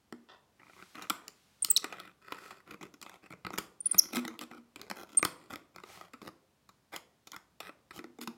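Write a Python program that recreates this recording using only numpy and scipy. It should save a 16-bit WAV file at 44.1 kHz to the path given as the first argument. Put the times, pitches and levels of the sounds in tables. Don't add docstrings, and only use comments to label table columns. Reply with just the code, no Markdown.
import sys
import numpy as np
from scipy import signal
from scipy.fft import rfft, irfft
from scipy.io import wavfile
from scipy.ndimage import uniform_filter1d

SR = 44100
rng = np.random.default_rng(int(sys.argv[2]) if len(sys.argv) > 2 else 0)


def put_to_file(sound):
    columns = np.atleast_2d(sound).T
    safe = np.clip(columns, -1, 1)
    whole_steps = np.round(safe * 32767)
    wavfile.write(sys.argv[1], SR, whole_steps.astype(np.int16))


N = 369116
TOP_HZ = 16050


def amp(db):
    return 10 ** (np.asarray(db) / 20)


def unit_rms(x):
    return x / np.sqrt(np.mean(x ** 2) + 1e-20)


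def curve_at(points, hz):
    point_hz, value = np.transpose(points)
    return np.interp(np.log(hz + 1), np.log(point_hz + 1), value)


def add(mix, start_s, sound):
    part = mix[max(round(start_s * SR), 0):][:len(sound)]
    part += sound[:len(part)]


def seconds(length):
    return np.arange(int(length * SR)) / SR


def band(x, edges_hz, order=2):
    sos = signal.butter(order, np.clip(edges_hz, 10, SR / 2 - 10), "band", fs=SR, output="sos")
    return signal.sosfilt(sos, x)


def coloured_noise(spectrum):
    gain = amp(curve_at(spectrum, np.fft.rfftfreq(N, 1 / SR)))
    return unit_rms(irfft(rfft(rng.standard_normal(N)) * gain, N))


# (frequency [Hz], relative density [dB])
ROOM_TONE_SPECTRUM = [(25, -27), (60, -1.5), (130, 0.5), (220, 0), (330, -6), (700, -9), (2000, -15.5),
                      (5000, -18.5), (16000, -27.5)]
def room_tone(level_db=-72.5):
    return amp(level_db) * coloured_noise(ROOM_TONE_SPECTRUM)


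# (frequency [Hz], time to fall 60 dB [s])
ROOM_DECAY = [(150, 0.42), (500, 0.68), (1500, 0.37), (5000, 0.31), (9000, 0.33), (16000, 0.17)]
def room_echo(x, first_s=0.0018, build_s=0.0054, reflections_per_s=4000):
    reflections = rng.standard_normal(SR) * (rng.random(SR) < reflections_per_s / SR)
    hz, t, spectrum = signal.stft(reflections, SR, nperseg=256)
    decay = amp(-60 * t / curve_at(ROOM_DECAY, hz)[:, None])
    tail = signal.istft(spectrum * decay, SR, nperseg=256)[1]
    tail *= np.clip((np.arange(len(tail)) / SR - first_s) / build_s, 0, 1)
    return signal.fftconvolve(x, tail / np.linalg.norm(tail))[:N]


def scattered_echo(x, turns_per_s=130, split_hz=650):
    turn = 2 * np.pi * turns_per_s * np.arange(N) / SR
    bass = band(x, (20, split_hz), order=3)
    treble = band(x, (split_hz, TOP_HZ), order=3)
    bass_echo = room_echo(bass)
    treble_echo = sum(room_echo(treble * np.cos(turn + k * np.pi / 3)) for k in range(3))
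    return bass_echo + treble_echo / np.sqrt(3 / 2)


def far_knock(start_s=0.2875, level_db=-34, decay_s=0.0037):
    out, t = np.zeros(N), seconds(.03)
    thump = rng.standard_normal(len(t)) * np.exp(-t / decay_s)
    dull = band(band(thump, (400, 2200), order=1), (300, 5500), order=4)
    add(out, start_s, amp(level_db) * dull)
    return out


# (middle time [s], half width [s], level [dB])
FUR_SWEEPS = [(.83, 0.18, -64.5), (1.02, .08, -71), (1.45, 0.36, -71.5), (2.45, 0.077, -61),
              (5.939, 0.08, -56.5)]
# (frequency [Hz], relative density [dB])
FUR_SPECTRUM = [(200, -16.5), (1000, 2), (4000, 1.5), (9000, -5), (16000, -13)]
def fur():
    t = np.arange(N) / SR
    swell = sum(amp(db) * np.exp(-((t - middle) / width) ** 2) for middle, width, db in FUR_SWEEPS)
    return swell * coloured_noise(FUR_SPECTRUM)


# (time [s], length [s], first pitch [Hz], last pitch [Hz], level before mouth [dB])
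CHIRPS = [(1.6223, 0.011, 9080, 8000, -21), (1.7, 0.018, 8200, 7220, -14),
          (1.7628, .017, 4570, 1970, -19.5), (3.804, 0.011, 9300, 8830, -32.5),
          (3.8572, .015, 9730, 9450, -21.5), (3.9123, .011, 9630, 8260, -20.5),
          (3.9811, 0.019, 7080, 4740, -17), (5.171, 0.017, 8790, 8160, -13.5)]
# (frequency [Hz], gain [dB])
MOUTH_RESPONSE = [(2000, -24.5), (3200, -12.5), (4150, 11), (4800, -5), (5650, 9.5), (6500, -5),
                  (8000, -3.5), (11500, 4), (15500, -0.5)]
def chirps(overtone_db=-5, rolloff_db=-7, jitter=0.0054, tick_db=-22):
    out, tick_t = np.zeros(N), seconds(.01)
    harmonic = np.arange(1, 8)[:, None]
    harmonic_db = np.where(harmonic == 1, 0, overtone_db + rolloff_db * (harmonic - 2))
    for start, length, first_hz, last_hz, db in CHIRPS:
        progress = seconds(length) / length
        depth = max(1 - last_hz / first_hz, .01)
        lateness = .52 / depth ** .72
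        hz = first_hz * (1 - depth * progress ** lateness)
        hz *= 1 + jitter * unit_rms(uniform_filter1d(rng.standard_normal(len(hz)), size=40))
        gains = amp(harmonic_db + curve_at(MOUTH_RESPONSE, harmonic * hz)) * (harmonic * hz < SR / 2)
        whistle = (gains * np.sin(2 * np.pi * harmonic * np.cumsum(hz) / SR)).sum(0)
        add(out, start, amp(db) * whistle * signal.windows.tukey(len(hz), .3))
        for tick_s in (start - .001, start + length):
            tick = rng.standard_normal(len(tick_t)) * np.exp(-tick_t / .0007)
            add(out, tick_s, amp(db + tick_db) * band(tick, (2800, 7000)))
    return out


def ring(force, modes, spread, low_cut_ratio=0.53, uneven_db=2):
    t = np.arange(len(force)) / SR
    hz, db, t60 = np.transpose(modes)[:, :, None]
    hz = hz * (1 + spread * rng.standard_normal(hz.shape))
    weight = rng.choice([-1, 1], hz.shape) * amp(uneven_db * rng.standard_normal(hz.shape))
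    response = (weight * amp(db - 60 * t / t60) * np.sin(2 * np.pi * hz * t)).sum(0)
    sound = signal.fftconvolve(force, response)[:len(force)]
    return band(sound, (low_cut_ratio * hz.min(), TOP_HZ), order=3)


# (start time [s], end time [s])
LOOSE_GRIP = [(.1, 0.27), (4.1, 4.7), (7.98, 8.3)]
# (frequency [Hz], level [dB], time to fall 60 dB [s])
BOOM_MODES = [(242, -4, .24), (315, -3.5, .11), (350, -6, .14), (460, -7, .06)]
# (frequency [Hz], level [dB], time to fall 60 dB [s])
THUD_MODES = [(128, -14.5, 0.063), (196, -1, 0.071), (337, 7.5, 0.047), (500, -9.5, 0.09)]
# (frequency [Hz], level [dB], time to fall 60 dB [s])
WALL_MODES = [(560, -4.5, 0.0085), (775, -4, 0.012), (848.6, -4.5, 0.014), (1123, -2, .016),
              (1290.7, -3, 0.036), (1514, -6, 0.018), (2020, -0.5, .013), (2430, -2, 0.015)]
# (frequency [Hz], level [dB], time to fall 60 dB [s])
CAP_MODES = [(3020, -13.5, .016), (3492, -5, .009), (4023, -5, .006), (5150, -0.5, 0.0031),
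             (7100, -2.5, 0.0032)]
def bottle(force, time_s, edge_hz=(8300, 15000)):
    loose = any(start <= time_s <= end for start, end in LOOSE_GRIP)
    body = ring(force, BOOM_MODES, spread=0.019) if loose else ring(force, THUD_MODES, spread=0.11)
    wall = ring(force, WALL_MODES, spread=.025)
    cap = ring(force, CAP_MODES, spread=.05)
    return np.array([body, wall, cap, band(force, edge_hz)])


# (time [s], gain [dB])
HOLLOWNESS = [(.12, 5.5), (.6, -12.5), (.95, -4.5), (1.25, -9.5), (2.5, -11), (2.72, -0.5), (2.94, -0.5),
              (3.1, -12.5), (3.33, -1.5), (3.95, -1.5), (4.16, 4.5), (4.4, -1.5), (5.55, -3.5),
              (5.93, -9.5), (6.25, 0), (6.7, -11.5), (7.9, -10), (8, 4.5)]
def voice_levels(time_s, strength_db, hardness_db, usual_db=-48, body_growth=.72, edge_growth=1.23):
    hollow_db = np.interp(time_s, *np.transpose(HOLLOWNESS))
    body_db = usual_db + body_growth * (strength_db - usual_db) + hollow_db
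    cap_db = strength_db + hardness_db
    edge_db = usual_db + edge_growth * (cap_db - usual_db)
    return np.array([body_db, strength_db, cap_db, edge_db])


# (start time [s], end time [s], strength [dB], hardness [dB])
RUBS = [(.57, .76, -66, -36.5), (0.745, 0.853, -61.5, -16), (0.943, 1.071, -52, -17),
        (1.114, 1.313, -68.5, -15), (1.654, 1.89, -59.5, -24), (1.858, 2.121, -57.5, -10.5),
        (2.211, 2.614, -57.5, -10), (2.66, 2.762, -54.5, -9.5), (2.811, 2.872, -56.5, -11.5),
        (3.01, 3.189, -63, -8), (3.22, 3.278, -61.5, -10), (3.301, 3.34, -53, -10),
        (3.518, 3.568, -48.5, -10), (3.841, 4.137, -61.5, -1.5), (4.12, 4.199, -44.5, -4.5),
        (4.201, 4.37, -59.5, -14), (4.407, 4.443, -51, -3), (4.501, 4.6, -59, -11),
        (4.759, 4.89, -65, -8.5), (4.957, 5.05, -53, -5.5), (5.06, 5.21, -64.5, -3.5),
        (5.381, 5.5, -70.5, -2.5), (5.496, 5.552, -51, -7.5), (5.739, 5.811, -57, -13.5),
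        (5.849, 6.096, -57.5, -11.5), (6.215, 6.296, -55, -7), (6.919, 6.981, -47.5, -9.5),
        (7.326, 7.356, -50, -12), (7.606, 7.702, -55.5, -7), (7.927, 7.998, -59, 0.5),
        (8.207, 8.245, -54.5, 3)]
def rubs(slips_per_s=130, uneven_db=4.5, slide_db=-21, glide=0.52, voice_trim_db=(0, 1.1, 0, -2)):
    out = np.zeros(N)
    for start, end, strength_db, hardness_db in RUBS:
        levels_db = voice_levels((start + end) / 2, strength_db, hardness_db)
        length = end - start
        t = seconds(length + .25)
        catches = rng.random(len(t)) < slips_per_s / SR
        slips = catches * amp(uneven_db * np.minimum(rng.exponential(1, len(t)), 3))
        crackle = np.sqrt(signal.lfilter([.05], [1, -.95], slips ** 2))
        slide = amp(slide_db + glide * (levels_db[2] - levels_db[0]))
        pressure = np.sqrt(np.clip(np.sin(np.pi * np.minimum(t / length, 1)), 0, 1))
        voices = bottle(pressure * (crackle + slide) * rng.standard_normal(len(t)), start)
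        voices /= np.sqrt(np.mean(voices[:, t < length] ** 2, 1, keepdims=True))
        add(out, start, amp(levels_db + voice_trim_db) @ voices)
    return out


# (time [s], contact time [s], strength [dB], hardness [dB])
TAPS = [(0.1249, 0.0015, -48.5, -7), (0.597, 0.0082, -59.5, -32), (0.6962, 0.0058, -58, -32),
        (0.8247, 0.002, -51.5, -16), (0.9533, 0.0045, -50, -7), (1.0211, 0.0086, -48.5, 0),
        (1.0989, 0.0017, -38, 3), (1.1021, 0.0035, -30, -7.5), (1.281, 0.0011, -57.5, 11),
        (1.6469, .0018, -45, 14.5), (1.8426, 0.0033, -37, -6), (1.925, 0.005, -41.5, -14),
        (2, .0019, -50, 1), (2.3213, 0.0046, -38.5, -9.5), (2.506, 0.01, -47, -8),
        (2.81, 0.0072, -51.5, -10), (2.8281, 0.0056, -51, -3.5), (2.9393, 0.0048, -58.5, -2.5),
        (3.0146, 0.0023, -60, 7), (3.0262, 0.0054, -50.5, 0.5), (3.063, 0.0025, -49.5, -11.5),
        (3.095, 0.0028, -53, -4.5), (3.1403, 0.0038, -57, -6), (3.3347, 0.0036, -53, -18),
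        (3.4488, 0.0029, -42, -16), (3.4664, 0.0022, -40, -11), (3.5048, 0.0018, -45.5, -15),
        (3.5774, 0.0065, -40.5, -6), (3.5835, 0.0044, -36, -0.5), (3.9442, 0.0043, -39.5, -9),
        (4.156, .007, -42, 2), (4.168, 0.0022, -39.5, -2), (4.2506, 0.003, -43.5, -4.5),
        (4.2786, 0.0032, -43, -3), (4.3912, 0.0021, -53, 6), (4.412, 0.0028, -50.5, 2.5),
        (4.5122, .005, -51.5, -13), (4.7592, 0.0036, -51, -2), (4.7938, 0.0073, -56.5, -8.5),
        (4.8154, 0.00097, -54.5, 6), (4.8999, 0.0032, -45.5, -2), (4.9119, 0.0022, -38.5, -8),
        (5.193, .003, -50.5, -4), (5.228, 0.0012, -27.5, -13), (5.2498, .003, -31, -1.5),
        (5.536, 0.0021, -43.5, -9), (5.558, 0.00097, -47, -3.5), (5.761, 0.0022, -52.5, -3),
        (5.8361, 0.0031, -48.5, -12.5), (6.134, 0.0066, -49, -10), (6.2167, .0042, -52.5, -7.5),
        (6.273, .0056, -53, -4.5), (6.69, .006, -57.5, -5), (6.9617, .0044, -48, 4.5),
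        (7.2707, 0.0072, -56, 2.5), (7.3183, 0.0024, -59.5, 10), (7.363, 0.003, -46.5, -6),
        (7.6027, 0.0061, -44, -4), (7.693, 0.0037, -47.5, -23), (7.9076, 0.0078, -48, -9.5),
        (7.9903, 0.0033, -46.5, -8), (8.0418, 0.0019, -51.5, -9.5), (8.1866, 0.0031, -53.5, -10),
        (8.274, 0.0039, -42, -4.5)]
def taps(rise_s=.0005, usual_contact_s=0.0058, snap=0.57, drag_db=-23, drag_db_per_doubling=7.5,
         drag_s=0.042, voice_trim_db=(-1.5, -1.5, -1.5, -9)):
    out, t = np.zeros(N), seconds(.35)
    attack_samples = int(.02 * SR)
    for start, contact_s, strength_db, hardness_db in TAPS:
        touch = (1 - np.exp(-t / rise_s)) * np.exp(-(t / contact_s) ** 1.5)
        drag_gain = amp(drag_db + drag_db_per_doubling * np.log2(contact_s / usual_contact_s))
        drag = drag_gain * np.minimum(t / contact_s, 1) * np.exp(-t / drag_s)
        force = (touch + drag) * rng.standard_normal(len(t))
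        force[int((rise_s + contact_s / 4) * SR)] += snap * np.linalg.norm(force)
        voices = bottle(force, start)
        voices /= np.sqrt(np.mean(voices[:, :attack_samples] ** 2, 1, keepdims=True))
        levels_db = voice_levels(start, strength_db, hardness_db)
        add(out, start - rise_s, amp(levels_db + voice_trim_db) @ voices)
    return out


def scene(handling_echo_db=-14.5, call_echo_db=-20.5, knock_direct_db=-9):
    handling = taps() + rubs() + fur()
    calls, knock = chirps(), far_knock()
    echoes = amp(handling_echo_db) * scattered_echo(handling)
    echoes += room_echo(amp(call_echo_db) * calls + knock)
    return (handling + calls + amp(knock_direct_db) * knock + echoes + room_tone())[None]


def record(dry):
    low_pass = signal.firwin(511, TOP_HZ, window=("kaiser", 8), fs=SR)
    return signal.oaconvolve(dry, low_pass[None], "same")


dry = scene()
out = record(dry)
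put_to_file(out)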